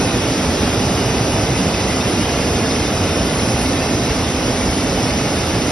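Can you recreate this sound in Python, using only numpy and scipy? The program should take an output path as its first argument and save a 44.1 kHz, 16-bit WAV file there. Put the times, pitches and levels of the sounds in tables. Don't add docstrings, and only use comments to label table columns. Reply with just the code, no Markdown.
import sys
import numpy as np
from scipy import signal
from scipy.fft import rfft, irfft
from scipy.io import wavfile
from scipy.ndimage import uniform_filter1d

SR = 44100
rng = np.random.default_rng(int(sys.argv[2]) if len(sys.argv) > 2 else 0)


def unload_audio(sound):
    columns = np.transpose(np.atleast_2d(sound))
    steps = np.round(np.clip(columns, -1, 1) * 32767)
    wavfile.write(sys.argv[1], SR, steps.astype(np.int16))


N = 251811
TIME, FREQS = np.arange(N) / SR, np.fft.rfftfreq(N, 1 / SR)


def amp(db):
    return 10 ** (np.asarray(db) / 20)


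def unit(x):
    return x / np.sqrt(np.mean(abs(x) ** 2) + 1e-20)


def across(table, axis=1):
    rows = np.array(table, float)
    return np.interp(np.log(FREQS + 1), np.log(rows[:, 0] + 1), rows[:, axis])


def along(table, axis=1):
    rows = np.array(table, float)
    return np.interp(TIME, rows[:, 0], rows[:, axis])


def white():
    return rfft(rng.standard_normal(N)) * np.sqrt(SR / 2)


def drift(rate_hz):
    size, span_s = 16384, 2 * TIME[-1]
    hz = np.fft.rfftfreq(size, span_s / size)
    spectrum = rfft(rng.standard_normal(size)) * np.exp(-(hz / rate_hz) ** 2)
    slow = irfft(spectrum)
    return unit(np.interp(TIME, np.linspace(0, span_s, size), slow))


def fade(db_per_s):
    return db_per_s * (TIME.mean() - TIME)


def fuzzy(hz, width_hz):
    return unit(irfft(white() / (1 + ((FREQS - hz) / width_hz) ** 2), N))


def ports(direct, diffuse):
    # freq_hz, likeness_0_to_1, left_lead_rad, left_minus_right_db
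    port_table = [(70, .999, -.01, -.4), (260, .997, -.03, -2), (530, .965, -.05, -3.2),
                  (800, .89, -.05, -1.9), (950, .81, -.05, -2.5), (1300, .88, -.1, -.7),
                  (1520, .88, -.08, -.5), (1860, .99, .02, 0), (2250, .87, .27, -.1), (2650, .34, .8, -.7),
                  (2830, .25, .6, -.6), (3020, .26, 1.7, -1.2), (3500, .56, .9, -.8), (3780, .56, 1.05, .1),
                  (3980, .72, .45, -.4), (4350, .57, 1, -2.3), (4600, .5, .6, -2.6), (4850, .76, .15, -.9),
                  (5250, .96, .1, .2), (5600, .81, .48, .3), (6130, .69, 1.85, 0), (6300, .78, 2.1, 0),
                  (6470, .96, 2.85, 0), (6600, 1, 3.1, 0), (8200, 1, 3.2, 0), (9000, .44, 4.7, 0),
                  (9600, 1, 6.2, 0)]
    same = across(port_table, axis=1)
    lead_rad = across(port_table, axis=2)
    tilt = amp(across(port_table, axis=3))
    shared = np.sqrt((1 + same) / 2) * direct
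    apart = np.sqrt((1 - same) / 2) * diffuse
    left = (shared + apart) * tilt
    right = (shared - apart) * np.exp(-1j * lead_rad)
    return np.array([left, right]) * np.sqrt(2 / (1 + tilt ** 2))


def wavering(freqs_hz, levels, waver_db, waver_hz, phase_wander_rad, wander_hz):
    tones = np.zeros(N)
    for k, hz in enumerate(freqs_hz):
        phase = 2 * np.pi * (hz * TIME + rng.random()) + phase_wander_rad * drift(wander_hz)
        level_db = along(levels, axis=k + 1) + waver_db * drift(waver_hz)
        tones += np.sqrt(2) * amp(level_db) * np.sin(phase)
    return irfft(ports(rfft(tones), 0), N)


def whistle(tone_hz=9998, floor_db=-50, flicker_db=.6, flicker_hz=14, wander_rms_hz=2,
            side_width_hz=6, side_swell_db=2, side_swell_hz=3):
    # middle_s, half_length_s, level_db
    swell_table = [(.06, .09, -40), (1.33, .06, -43), (1.595, .03, -38.5), (1.95, .03, -45),
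                   (2.08, .035, -45), (2.21, .06, -45), (2.45, .1, -48), (2.77, .07, -42),
                   (3.18, .07, -42.5), (3.42, .16, -39.3), (3.61, .04, -38.5), (3.72, .07, -43),
                   (4.61, .09, -44.5), (4.77, .05, -42), (5.08, .06, -43), (5.37, .04, -43)]
    # offset_hz, level_db
    side_table = [(-37, -53.5), (9, -52), (40, -56.5)]
    swell = amp(floor_db)
    for middle_s, half_s, db in swell_table:
        swell = swell + amp(db) * np.exp(-((TIME - middle_s) / half_s) ** 2)
    phase = 2 * np.pi * np.cumsum(tone_hz + wander_rms_hz * drift(19)) / SR
    tone = np.sqrt(2) * swell * amp(flicker_db * drift(flicker_hz)) * np.sin(phase)
    for offset_hz, db in side_table:
        side = fuzzy(tone_hz + offset_hz, side_width_hz) * amp(side_swell_db * drift(side_swell_hz))
        tone += amp(db) * unit(side)
    return irfft(ports(rfft(tone), 0), N)


def whine(width_hz=7):
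    # freq_hz, level_db
    whine_table = [(4630, -53), (4808, -51), (5252, -48.5), (5290, -49.4)]
    tones = sum(amp(db) * fuzzy(hz, width_hz) for hz, db in whine_table)
    return irfft(ports(rfft(tones), 0), N)


def gears():
    mesh_hz = [5442, 5515]
    # time_s, lower_tone_db, upper_tone_db
    mesh_levels = [(0, -50, -52), (.9, -51, -53), (1.15, -44, -46), (1.35, -48, -43), (1.9, -52, -51),
                   (2.2, -52, -47), (2.9, -49, -50), (3.1, -40, -44.5), (3.5, -41, -50), (3.72, -46, -46),
                   (4.1, -52, -54), (4.75, -53, -53), (4.93, -43.5, -53), (5.35, -51, -54),
                   (5.71, -49, -55)]
    return wavering(mesh_hz, mesh_levels, waver_db=1.5, waver_hz=5, phase_wander_rad=.6, wander_hz=4)


def squeaks(level_db=1.2, rough_rad=.2, rough_hz=150):
    # middle_s, half_length_s, pitch_hz, glide_hz_per_s, relative_level_db
    squeak_table = [(1.744, .009, 2578, 8000, -31), (1.754, .009, 3558, 8000, -35),
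                    (2.014, .013, 3617, 4000, -32), (2.014, .01, 2589, -2000, -31.5),
                    (2.22, .026, 2874, 2000, -36.5), (2.28, .032, 2976, 1000, -38.5),
                    (2.385, .026, 2475, 5000, -33.5), (2.42, .02, 2705, 3000, -35),
                    (2.622, .018, 2131, 5000, -33.5)]
    sound = np.zeros(N)
    scratch = rough_rad * drift(rough_hz)
    for middle_s, half_s, hz, glide, db in squeak_table:
        t = TIME - middle_s
        phase = 2 * np.pi * (hz * t + glide * t ** 2 / 2) + scratch
        sound += np.sqrt(2) * amp(db + level_db) * np.exp(-(t / half_s) ** 2) * np.sin(phase)
    return np.array([sound, sound])


def clatter(level_db=-36.5, taps_per_s=200, spread_db=3.8, t60_s=.03, detune=.04):
    # freq_hz, relative_level_db
    guard_table = [(1150, 0), (1380, 0), (1760, -1), (2110, 0), (2490, 0), (2950, -1), (3300, -3),
                   (3620, 0), (3950, -4), (4200, -2), (4780, -1), (5280, 0), (5780, 0)]
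    t = TIME[:SR // 16]
    sound = np.zeros(N + SR)
    for at, mode, shift, rarity in rng.random((round(taps_per_s * TIME[-1]), 4)):
        hz, db = guard_table[int(mode * len(guard_table))]
        envelope = amp(db - spread_db * np.log(max(rarity, .05)) - 60 * t / t60_s)
        tap_hz = hz * (1 + detune * (2 * shift - 1))
        sound[int(at * N):][:len(t)] += envelope * np.sin(2 * np.pi * tap_hz * t)
    spectrum = rfft(amp(level_db) * unit(sound[:N]))
    return irfft(ports(spectrum, 1j * spectrum), N)


def hum(waver_db=1.5, waver_hz=1.2, phase_wander_rad=.35):
    # freq_hz, level_db
    hum_table = [(85.6, -35.5), (127.6, -40), (171.2, -40.5), (191.2, -42), (300.9, -38), (396.6, -45),
                 (545.5, -45), (615.8, -46.5), (657.1, -46.5)]
    tones = np.zeros(N)
    for hz, db in hum_table:
        phase = 2 * np.pi * (hz * TIME + rng.random()) + phase_wander_rad * drift(waver_hz)
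        tones += np.sqrt(2) * amp(db + waver_db * drift(waver_hz)) * np.sin(phase)
    return irfft(ports(rfft(tones), 0), N)


def drone():
    drive_hz = [255.3, 446.3]
    # time_s, low_tone_db, high_tone_db
    drive_levels = [(0, -29.5, -42), (1.0, -31, -33.5), (1.55, -33, -36.5), (2.1, -38, -46),
                    (2.6, -31.5, -39), (2.95, -36, -43), (3.2, -28.5, -41), (3.5, -32, -43),
                    (4.0, -31.5, -39), (4.35, -33, -46), (4.6, -28.5, -43), (5.1, -29, -34.5),
                    (5.42, -36, -41), (5.71, -31, -44)]
    return wavering(drive_hz, drive_levels, waver_db=1.1, waver_hz=6, phase_wander_rad=.35, wander_hz=4)


def patchy(x, depth_db=1.3, patch_s=.035, patch_hz=300):
    z = signal.stft(x, nperseg=512, noverlap=384)[2]
    step_hz, step_s = SR / 512, 128 / SR
    field = rng.standard_normal(z.shape[1:])
    field = uniform_filter1d(field, max(1, round(patch_hz / step_hz)), axis=0)
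    field = unit(uniform_filter1d(field, max(1, round(patch_s / step_s)), axis=1))
    gain = unit(amp(depth_db * field))
    return signal.istft(z * gain, nperseg=512, noverlap=384)[1][:, :N]


def web(split_hz=4200, rush_db=-.2, sizzle_db=-.3, flutter_db=.4, flutter_hz=12, fade_db_per_s=.08):
    # freq_hz, relative_level_db_per_hz
    hiss_table = [(1650, -61.7), (2110, -59.6), (2350, -62.5), (2490, -59.5), (2970, -60.5), (3050, -61.8),
                  (3430, -63.2), (3600, -61.5), (4050, -66), (4560, -64.4), (4760, -61.8), (5200, -61),
                  (5750, -61.3), (6250, -62.5), (7000, -68.2), (8200, -70.8), (9200, -72.4), (10000, -71.3),
                  (11400, -74.8)]
    sound = ports(white(), white()) * amp(across(hiss_table))
    dull = 1 / (1 + (FREQS / split_hz) ** 16)
    rush = irfft(sound * dull, N) * amp(rush_db + flutter_db * drift(flutter_hz))
    sizzle = irfft(sound * (1 - dull), N) * amp(sizzle_db + flutter_db * drift(flutter_hz))
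    return patchy(rush + sizzle) * amp(fade(fade_db_per_s))


def cylinders(turn_hz=7.11):
    turn = rng.standard_normal(round(SR / turn_hz))
    return rfft(np.resize(turn, N)) * np.sqrt(SR / 2)


def throb(depth_db=1.3, rate_hz=6.9, first_crest_s=.045):
    return depth_db * np.cos(2 * np.pi * rate_hz * (TIME - first_crest_s))


def frame(repeat_share=.08, split_hz=150, rumble_db=-.9, roar_db=-.1, shake_db=.4, shake_hz=16, low_cut_hz=18,
          rumble_rise_db_per_s=.3, roar_fade_db_per_s=.2):
    # freq_hz, relative_level_db_per_hz
    body_table = [(25, -61.6), (40, -52), (60, -42.7), (76, -44.4), (115, -44.4), (165, -46), (190, -44.8),
                  (235, -45.6), (300, -45.4), (370, -47.8), (550, -49.8), (830, -52.7), (1000, -57.5),
                  (1370, -58.3), (1600, -61)]
    drive = np.sqrt(repeat_share) * cylinders() + np.sqrt(1 - repeat_share) * white()
    low_cut = 1 - np.exp(-(FREQS / low_cut_hz) ** 2)
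    sound = ports(drive, white()) * amp(across(body_table)) * low_cut
    deep = 1 / (1 + (FREQS / split_hz) ** 8)
    rumble_level_db = rumble_db - fade(rumble_rise_db_per_s) + throb()
    roar_level_db = roar_db + fade(roar_fade_db_per_s) + shake_db * drift(shake_hz)
    rumble = irfft(sound * deep, N) * amp(rumble_level_db)
    roar = irfft(sound * (1 - deep), N) * amp(roar_level_db)
    return rumble + roar


def reflections(x, count=14, gain=.095, nearest_s=.002, farthest_s=.016, sway_s=.00016, sway_hz=.6):
    out = x.copy()
    for delay_s in np.geomspace(nearest_s, farthest_s, count):
        path_s = delay_s * rng.uniform(.9, 1.1) + sway_s * drift(sway_hz)
        echo = np.array([np.interp(TIME - path_s, TIME, side) for side in x])
        out += gain * rng.choice([-1, 1]) * echo
    return out / np.sqrt(1 + count * gain ** 2)


def press(cross_hz=1620, guards_hz=1400):
    low = 1 / (1 + (FREQS / cross_hz) ** 16)
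    sound = rfft(frame()) * np.sqrt(low) + rfft(web()) * np.sqrt(1 - low)
    long_waves = 1 / (1 + (FREQS / guards_hz) ** 4)
    return irfft(sound * long_waves, N) + reflections(irfft(sound * (1 - long_waves), N))


def thumping(x, level_db=2.0, half_s=.03, sag_hz_per_s=60):
    # middle_s, pitch_hz, relative_level_db
    thump_table = [(.06, 117, -26), (.17, 113, -24), (.255, 320, -27), (.3, 118, -24), (.305, 276, -25),
                   (.37, 305, -26), (.4, 193, -25), (.494, 83, -22), (.5, 240, -25), (.63, 89, -26),
                   (.66, 225, -26), (.79, 104, -23), (.862, 134, -23), (.94, 115, -25), (1.01, 250, -26),
                   (1.075, 121, -21.5), (1.215, 113, -21.5), (1.335, 115, -24), (1.42, 105, -22),
                   (1.537, 126, -21.5), (1.59, 280, -25), (1.615, 193, -21.5), (1.655, 158, -23),
                   (1.68, 198, -25), (2.07, 113, -25), (2.09, 395, -29), (2.11, 300, -26), (2.2, 301, -24),
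                   (2.57, 245, -25), (2.63, 222, -24.5), (2.68, 270, -24), (2.77, 245, -24),
                   (2.86, 295, -25), (3.034, 98, -20.5), (3.12, 87, -24), (3.21, 65, -24.5),
                   (3.27, 250, -26), (3.335, 150, -25), (3.5, 222, -25), (3.533, 115, -22.5),
                   (3.73, 272, -23.5), (3.914, 255, -23.5), (3.96, 109, -24), (3.98, 302, -25),
                   (4.03, 128, -24.5), (4.11, 67, -24.5), (4.186, 253, -24), (4.21, 91, -25),
                   (4.5, 252, -25), (4.58, 250, -24.5), (4.64, 63, -26), (4.8, 300, -25), (5.075, 255, -24),
                   (5.22, 133, -25), (5.23, 435, -29), (5.39, 195, -26.5), (5.49, 78, -25),
                   (5.54, 330, -27), (5.56, 105, -24)]
    sound = np.zeros(N)
    for middle_s, hz, db in thump_table:
        near = abs(TIME - middle_s) < np.pi * half_s
        t = TIME[near] - middle_s
        swing = np.exp(-(t / half_s) ** 2 + 2j * np.pi * (hz * t - sag_hz_per_s * t ** 2 / 2))
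        shaking = 2 * np.vdot(swing, x[:, near].mean(0)) / np.vdot(swing, swing)
        target = np.sqrt(2) * amp(db + level_db) * np.exp(1j * np.angle(shaking))
        sound[near] += ((target - shaking) * swing).real
    return x + irfft(ports(rfft(sound), 0), N)


def scene():
    machine = thumping(press() + hum() + drone())
    return machine + clatter() + squeaks() + gears() + whine() + whistle()


def record(dry, edge_hz=11650):
    taps = signal.firwin(601, edge_hz, window=("kaiser", 9), fs=SR)
    return signal.oaconvolve(dry, taps[None], "same")


dry = scene()
out = record(dry)
unload_audio(out)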